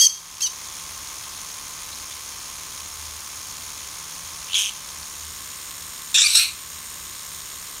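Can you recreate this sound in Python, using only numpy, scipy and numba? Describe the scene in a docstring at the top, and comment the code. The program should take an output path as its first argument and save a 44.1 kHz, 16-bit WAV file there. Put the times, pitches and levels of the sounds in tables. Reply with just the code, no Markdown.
"""A panelled room, a phone microphone close to a running electric toothbrush. Two echoing shrieks, sung
with both sides of a bird's syrinx, open the scene; then a small parrot on a hand nearby peeps and gives
harsh, throbbing squawks. In the brush an 8-tooth pinion drives an 11-tooth wheel, and every mesh rattles
the plastic shell. Behind lie low room noise and a distant hum. The phone ducks under loud calls."""
import sys
import numpy as np
from scipy import signal
from scipy.fft import rfft, irfft
from scipy.io import wavfile
from scipy.ndimage import uniform_filter1d
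from numba import njit

SR = 44100
rng = np.random.default_rng(int(sys.argv[2]) if len(sys.argv) > 2 else 0)


def int16_out(signal):
    """Quantize to a 16-bit WAV file."""
    q = np.round(np.clip(np.atleast_2d(signal).T, -1, 1) * 32767)
    wavfile.write(sys.argv[1], SR, q.astype(np.int16))


N = 343980
T = np.arange(N) / SR
RELEASE_S = .006  # of shrieks and squawks

# The two voices of the syrinx and their mixing tones: multiple of the lower voice, of the upper voice
SYRINX_TONES = [(1, 0), (0, 1), (-1, 2), (3, -1), (1, 1), (4, -1), (2, 1), (5, -1), (2, -1)]
# The same tones: level/dB
SYRINX_DB = [-3, -2.5, -3, -8, -17, -15, -16, -16, -30]
# Two shrieks, the second in two parts, a list of rows for each part: # t/s, lower voice f/Hz, upper voice f/Hz,
# level/dB, octave of the lower voice level/dB
SHRIEKS = [
    [(0, 3046, 4635, -19, 13), (.016, 3270, 4656, -9, 2), (.058, 3217, 4490, -11.5, -4),
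     (.065, 3025, 4450, -26.5, 22), (.071, 3157, 4460, -13.5, 10), (.078, 3090, 4500, -47, 10)],
    [(.406, 2730, 4080, -34, 1), (.411, 2680, 4010, -27, -5), (.418, 2750, 4160, -29, 2)],
    [(.418, 3155, 4300, -33, 14), (.423, 3170, 4530, -27, 11), (.435, 3155, 4440, -20, -4),
     (.447, 3170, 4590, -28, 14), (.456, 2960, 4530, -27, 8.5), (.47, 2970, 3760, -24, 3),
     (.485, 3040, 3900, -38, 7)],
]
def shriek(rows, base_rough):
    """Two whistling voices in one windpipe mix into sum and difference tones."""
    start, end = rows[0][0], rows[-1][0]
    t = np.arange(start, end, 1 / SR)
    low_hz, high_hz, db, octave_db = curves(rows, t)
    # starts hoarse, clears, and frays again as the air runs out
    rough = base_rough + .37 * np.exp(-(t - start) / .011) + .3 * ((t - start) / (end - start)) ** 4
    low, high = (phase_of(hz * (1 + .049 * rough * wobble(len(t), 1400))) for hz in (low_hz, high_hz))
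    tones = sum(undb(tone_db) * np.sin(a * low + b * high + k)
                for k, ((a, b), tone_db) in enumerate(zip(SYRINX_TONES, SYRINX_DB)))
    octave = undb(octave_db) * np.sin(2 * low)
    hiss = bandpass(bandpass(rng.standard_normal(len(t)), 2.2 * low_hz, 11000), 2.5 * low_hz, 13000)
    release = np.minimum((end - t) / RELEASE_S, 1)
    return undb(db) * release * (tones + octave + 2.7 * rough * hiss)


# Squawk syllables close to the phone: t/s, length/s, start and end level/dB, start and end pitch f/Hz,
# start and end throat f/Hz, roughness/0-1, throb f/Hz, throb depth/0-1, low, high and top band level/dB
SQUAWKS = [(4.482, .062, -48.5, -17.5, 2710, 3380, 2800, 3570, 0.63, 88, 0.8, -21, -14, -19),
           (4.548, 0.031, -20.5, -18.5, 3305, 3220, 3350, 3300, .55, 209, 0.6, -10, -8.5, -12),
           (4.579, .117, -22.5, -26.5, 3190, 3020, 3400, 3070, 0.67, 206, 0.76, -14, -6, -6.5),
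           (6.142, 0.028, -17, -11.5, 858, 917, 3840, 3550, 0.39, 220, 0.28, -10, -5.5, -14),
           (6.172, .066, -17.5, -13.5, 887, 968, 3480, 3900, 0.69, 258, 0, -12, -2.5, -21),
           (6.237, .033, -17.5, -15.5, 1253, 1163, 4180, 4650, .4, 273, 0, -2, -4.5, -24),
           (6.267, 0.094, -26.5, -17, 1411, 1480, 3800, 4300, .7, 253, 0.46, -8, -2, -8.5),
           (6.349, .042, -12, -12.5, 1302, 1369, 3940, 4120, 0.61, 205, 0.23, -15, -3.5, -11.5),
           (6.391, 0.12, -14.5, -36, 1354, 1360, 4200, 4120, 0.76, 280, 0.3, -4, -7, -11)]
def squawk(length, start_db, end_db, start_hz, end_hz, throat_start_hz, throat_end_hz,
           rough, throb_hz, start_depth, low_db, high_db, top_db):
    """Unsteady membrane pulses and rushing air, chopped by a slower throb, ring the throat and beak."""
    t = np.arange(0, length + RELEASE_S, 1 / SR)
    # the throb deepens as the air runs out
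    db, hz, throat_hz, depth = curves([(0, start_db, start_hz, throat_start_hz, start_depth),
                                       (length, end_db, end_hz, throat_end_hz, start_depth + .3)], t)
    envelope = np.clip(np.minimum(t / .0035, 1 + (length - t) / RELEASE_S), 0, 1)
    phase = phase_of(hz * (1 + .0847 * rough * wobble(len(t), 560)))
    pulses = sum(np.cos(k * phase + .36 * k * k) * (k * hz < TOP_HZ) for k in range(1, 17))
    source = (1 - rough) * level(pulses, 0) + rough * rng.standard_normal(len(t))
    throb = phase_of(throb_hz * (1 + .02 * wobble(len(t), 140)))
    opening = .59 * (.5 - .5 * np.cos(throb)) ** 2.6
    uneven = undb(1.5 * wobble(len(t), 200))
    source *= uneven * (1 - np.clip(depth, 0, 1) * (1 - opening))
    # throat (damped by a deep throb), side chamber, pipe overtones and beak: f/Hz, width/Hz, level/dB
    bands = [(throat_hz, 420 + 800 * depth.mean(), 0), (2450, 700, low_db), (5500, 1500, high_db - .5),
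             (2 * throat_hz, 1400, high_db), (2.68 * throat_hz, 5500, top_db),
             (1700, 1100, -11 - 15 * depth)]
    voice = sum((-1) ** k * level(bandpass(bandpass(source, centre, width), centre, width), band_db)
                for k, (centre, width, band_db) in enumerate(bands))
    return undb(db) * envelope * voice


# Faint peeps of the parrot on the hand: t/s, length/s, start f/Hz, end f/Hz, level/dB
PEEPS = [(1.826, 0.022, 3280, 3970, -44), (1.881, 0.025, 2090, 2340, -42), (1.914, 0.035, 3500, 4420, -40),
         (1.968, .015, 4350, 3820, -40), (2.108, 0.011, 2500, 3050, -41), (2.116, 0.018, 3270, 3800, -37)]
def peep(length, start_hz, end_hz, db):
    """A soft, scratchy gliding whistle."""
    size = int(length * SR)
    scratch = 1 + 1.2 * wobble(size, 1500)
    return undb(db) * np.hanning(size) * scratch * np.sin(phase_of(np.linspace(start_hz, end_hz, size)))


def bird_calls(room_t60_s=.33, beak_cut_hz=1330):
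    """Two shrieks, then the nearby parrot; the walls answer shrieks and squawks with a dense echo."""
    t = T[:SR // 2]
    walls = rng.standard_normal(len(t)) * undb(-60 * t / room_t60_s) * (t > .004)
    walls /= np.sqrt(np.sum(walls ** 2))
    shrieks = sum(place(rows[0][0], shriek(rows, rough)) for rows, rough in zip(SHRIEKS, (.12, .22, .17)))
    squawks = sum(place(s, squawk(*call)) for s, *call in SQUAWKS)
    # so small a bird radiates no lows
    squawks = signal.sosfilt(signal.butter(4, beak_cut_hz, "high", fs=SR, output="sos"), squawks)
    peeps = sum(place(s, peep(*call)) for s, *call in PEEPS)
    echo = signal.fftconvolve(undb(-11.5) * shrieks + undb(-10) * squawks, walls)[:N]
    return shrieks + squawks + peeps + echo


# Pinion teeth inside the brush: lateness/tooth, thud level/dB, knock level/dB, rattle level/dB
PINION = [(-0.041, 1.5, -17, -4), (0.097, -21, 34, -12.5), (0.076, 4.5, -4.5, -46), (0.2, -15, -27, -1),
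          (0.18, 8.5, 31, -16.5), (-0.23, -25, -1.5, -4), (-0.19, -18, -9, -0.5), (-0.047, 7, -6, -9.5)]
# Wheel teeth, added to knock and rattle: level/dB
WHEEL_DB = [0.5, 0, 2, 0.5, 0, 3, 1.5, -5, -1.5, 1.5, -1.5]
def gears(teeth):
    """Each mesh of two teeth gives a thud; loose parts knock and rattle after it over a steady scrape."""
    mesh = np.arange(int(teeth[-1]) - 1)
    late, thud_db, knock_db, rattle_db = np.array(PINION)[mesh % len(PINION)].T
    wheel_db = np.array(WHEEL_DB)[mesh % len(WHEEL_DB)]
    thud_scatter, jitter, knock_scatter, rattle_scatter = rng.standard_normal((len(mesh), 4)).T

    def blows(lag, strength):
        times = np.interp(mesh + .5 + late + lag, teeth, T)
        return np.bincount((times * SR).astype(int), strength, N)

    # the wheel runs off centre, swinging the moment and strength of the thuds
    turn = 2 * np.pi * mesh / len(WHEEL_DB)
    thud = blows(.14 * np.sin(turn), undb(thud_db + 1.3 * thud_scatter) * (1 + .35 * np.cos(turn)))
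    thud = level(thud, 0) + .55 * rng.standard_normal(N)
    chatter = np.exp(-T[:200] / .00054)
    knock = np.convolve(blows(.024 * jitter, undb(knock_db + wheel_db + .83 * knock_scatter)), chatter)
    rattle = np.convolve(blows(.054 * jitter, undb(rattle_db + wheel_db + .65 * rattle_scatter)), chatter)
    return thud, level(knock[:N] + .15, 0), level(rattle[:N] + .2, 0)


# Modes of the brush's neck and head, close to the phone: upright f/Hz, tilted f/Hz, width/Hz,
# upright level/dB, tilted level/dB, share of knock against rattle/0-1
NECK_MODES = [(2300, 2610, 750, -6.5, -11.5, 0), (3350, 3100, 510, -7.5, -14, 0.23),
              (4370, 3810, 1720, -3, -1.5, 0), (5450, 5450, 570, -5, -5, 0.27),
              (6440, 6800, 980, 1.5, 1.5, .1), (9300, 8850, 1260, -3.5, 0, 0),
              (10880, 11620, 960, -9, -9, 0), (13950, 13800, 3700, -8.5, -3.5, 0.1)]
def neck(knock, rattle, tilt):
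    """The same knocks and rattles ring the modes of the neck and head as a noisy buzz."""
    sound = 0
    for hz, tilted_hz, width, db, tilted_db, share in NECK_MODES:
        drive = rng.choice([-1., 1.], N) * (share * knock + (1 - share) * rattle)
        centre = hz + tilt * (tilted_hz - hz)
        ring = bandpass(bandpass(drive, centre, width), centre, 4.3 * width)
        sound += level(ring, db + tilt * (tilted_db - db))
    return level(sound, 0)


# Modes of the plastic shell, close to the phone: f/Hz, width/Hz, level/dB
SHELL_MODES = [(683, 220, -7.5), (906, 43, -2.5), (1052, 73, -1.5), (1226, 86, 0), (1457, 280, -1.5),
               (2110, 390, -5.5)]
def shell(thud, tilt, db_per_octave=9, pivot_hz=1150):
    """The thuds ring the shell; tilting thins its lower modes."""
    sound = 0
    for k, (hz, width, db) in enumerate(SHELL_MODES):
        gain = undb(db + db_per_octave * tilt * np.log2(hz / pivot_hz))
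        sound += (-1) ** k * gain * bandpass(thud, hz, width) / width ** .5
    return level(sound, -10 - 1.5 * tilt)


# Faint tones of the gears at close range: multiple of the pinion speed
GEAR_TONES = [10, 12, 13, 24, 14, 16, 21, 22]
# The same tones, brush upright: level/dB
GEAR_TONES_DB = [-29, -27, -23, -27, -32, -32, -34, -34]
# Their change at full tilt: level/dB
GEAR_TONES_TILT_DB = [-10, -1.5, -2, 3, 9, 13, 3, -5]
def whirr(teeth, tilt, start_hz=930, end_hz=1135):
    """The gears sing faintly, and a whirr glides up each time the same two teeth come round to meet."""
    angle = 2 * np.pi * teeth / len(PINION)
    round_share = (teeth / (len(PINION) * len(WHEEL_DB)) + .25) % 1
    swell = np.sin(np.pi * round_share ** 2)
    glide = undb(-9.5 - 12 * tilt) * np.sin(phase_of(start_hz + round_share * (end_hz - start_hz)))
    overtone = undb(-30 + 19.5 * tilt) * np.sin(15 * angle)  # takes over from the glide when tilted
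    tones = sum(undb(db + tilt_db * tilt + .92 * wobble(N, 7.1)) * np.sin(k * angle)
                for k, db, tilt_db in zip(GEAR_TONES, GEAR_TONES_DB, GEAR_TONES_TILT_DB))
    return swell * (glide + overtone) + tones


# The hand tilts the brush in front of the phone: t/s, tilt/0-1
TILT = [(0, 0.11), (3.6, 0.3), (4.2, 0.21), (5.0, 0.24), (5.4, 1), (6.8, 1)]
def toothbrush(start_turns_per_s=72.49, sag_turns_per_s2=.146):
    """The gears shake neck and shell; the pinion slows as the battery sags."""
    tilt = curves(TILT, T)[0]
    teeth = np.cumsum(start_turns_per_s - sag_turns_per_s2 * T) * len(PINION) / SR  # teeth passed so far
    thud, knock, rattle = gears(teeth)
    sound = whirr(teeth, tilt) + neck(knock, rattle, tilt) + shell(thud, tilt)
    facing = undb(-35 - 1.5 * tilt)  # the shell turns its back on the phone
    return fade_in() * facing * sound


# Room tone at the microphone: f/Hz, relative spectral level/dB
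ROOM_SPECTRUM = [(21, -33), (35, -2), (70, 2.5), (118, -3.5), (166, -10.5), (210, -7), (533, -10),
                 (800, -14), (1040, -64), (1760, -120)]
def room_tone():
    """The low noise of the room."""
    hz, db = np.transpose(ROOM_SPECTRUM)
    bins_hz = np.arange(N // 2 + 1) * SR / N + 1
    spectrum = undb(np.interp(np.log(bins_hz), np.log(hz), db))
    noise = irfft(rfft(rng.standard_normal(N)) * spectrum, N)
    return level(noise, -52) * fade_in()


# A hum far from the microphone: t/s, level/dB
HUM_SWELLS = [(0.0, -61), (0.59, -59.5), (1.93, -64), (2.93, -47), (4.74, -66), (5.28, -48), (5.32, -56),
              (7.71, -62), (7.8, -73)]
def distant_hum(hum_hz=78, upper_hz=162):
    """A swelling, wandering hum, with a tone of steady pitch about an octave over it."""
    phase = phase_of(hum_hz + 3 * wobble(N, 2.5))
    hum = undb(curves(HUM_SWELLS, T)[0] + 5.6 * wobble(N, 9.4)) * np.sin(phase)
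    upper = undb(-59 + 3.1 * wobble(N, 9.6)) * np.sin(2 * np.pi * upper_hz * T)
    return hum + upper


def fade_in():
    """Brush and room tone come up by 4 dB in the first moments."""
    return undb(np.interp(T, [.29, .56], [-4, 0]))


def undb(db):
    return 10 ** (np.asarray(db) / 20)


def level(x, db):
    return x * undb(db) / np.sqrt(np.mean(x ** 2))


def phase_of(hz):
    return 2 * np.pi * np.cumsum(hz) / SR


def curves(table, t):
    """The columns of a table, joined by straight lines over the times t."""
    s, *columns = np.transpose(table)
    return [np.interp(t, s, c) for c in columns]


def wobble(size, hz):
    """Smooth chance with spread 1 that changes about hz times a second."""
    k = max(int(SR / hz), 1)
    x = uniform_filter1d(uniform_filter1d(rng.standard_normal(size), k), k)
    return x / x.std()


def place(s, sound):
    """The sound at time s in a silent track."""
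    at = int(s * SR)
    return np.pad(sound, (at, N - at - len(sound)))


@njit
def bandpass(x, hz, width):
    """A resonance with gain 1 at its centre, which may move."""
    centre = hz * np.ones(len(x))
    y, band, low = np.empty(len(x)), 0., 0.
    for i in range(len(x)):
        g, damping = np.tan(np.pi * centre[i] / SR), width / centre[i]
        v = (band + g * (x[i] - low)) / (1 + g * (g + damping))
        band, low, y[i] = 2 * v - band, low + 2 * g * v, damping * v
    return y


@njit
def follow(x, attack_s, release_s):
    """Loudness that rises fast and sinks slowly."""
    y, loud = np.empty(len(x)), x[0]
    for i in range(len(x)):
        loud += (x[i] - loud) / (SR * (attack_s if x[i] > loud else release_s))
        y[i] = loud
    return y


def scene():
    """Bird calls and brush, the room behind them, in mono."""
    return (bird_calls() + toothbrush() + room_tone() + distant_hum())[None]


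TOP_HZ = 15750  # upper limit of the phone
def record(dry):
    """The phone's gain ducks under loud calls and creeps back; peaks are rounded and the top is cut."""
    loud = follow(np.abs(dry[0]), attack_s=.018, release_s=.12)
    gain = np.minimum(undb(-34.5) / loud, 1) ** .1
    rounded = .9 * np.tanh(dry * gain / .9)
    return signal.sosfilt(signal.ellip(10, .2, 80, TOP_HZ, fs=SR, output="sos"), rounded)


dry = scene()
out = record(dry)
int16_out(out)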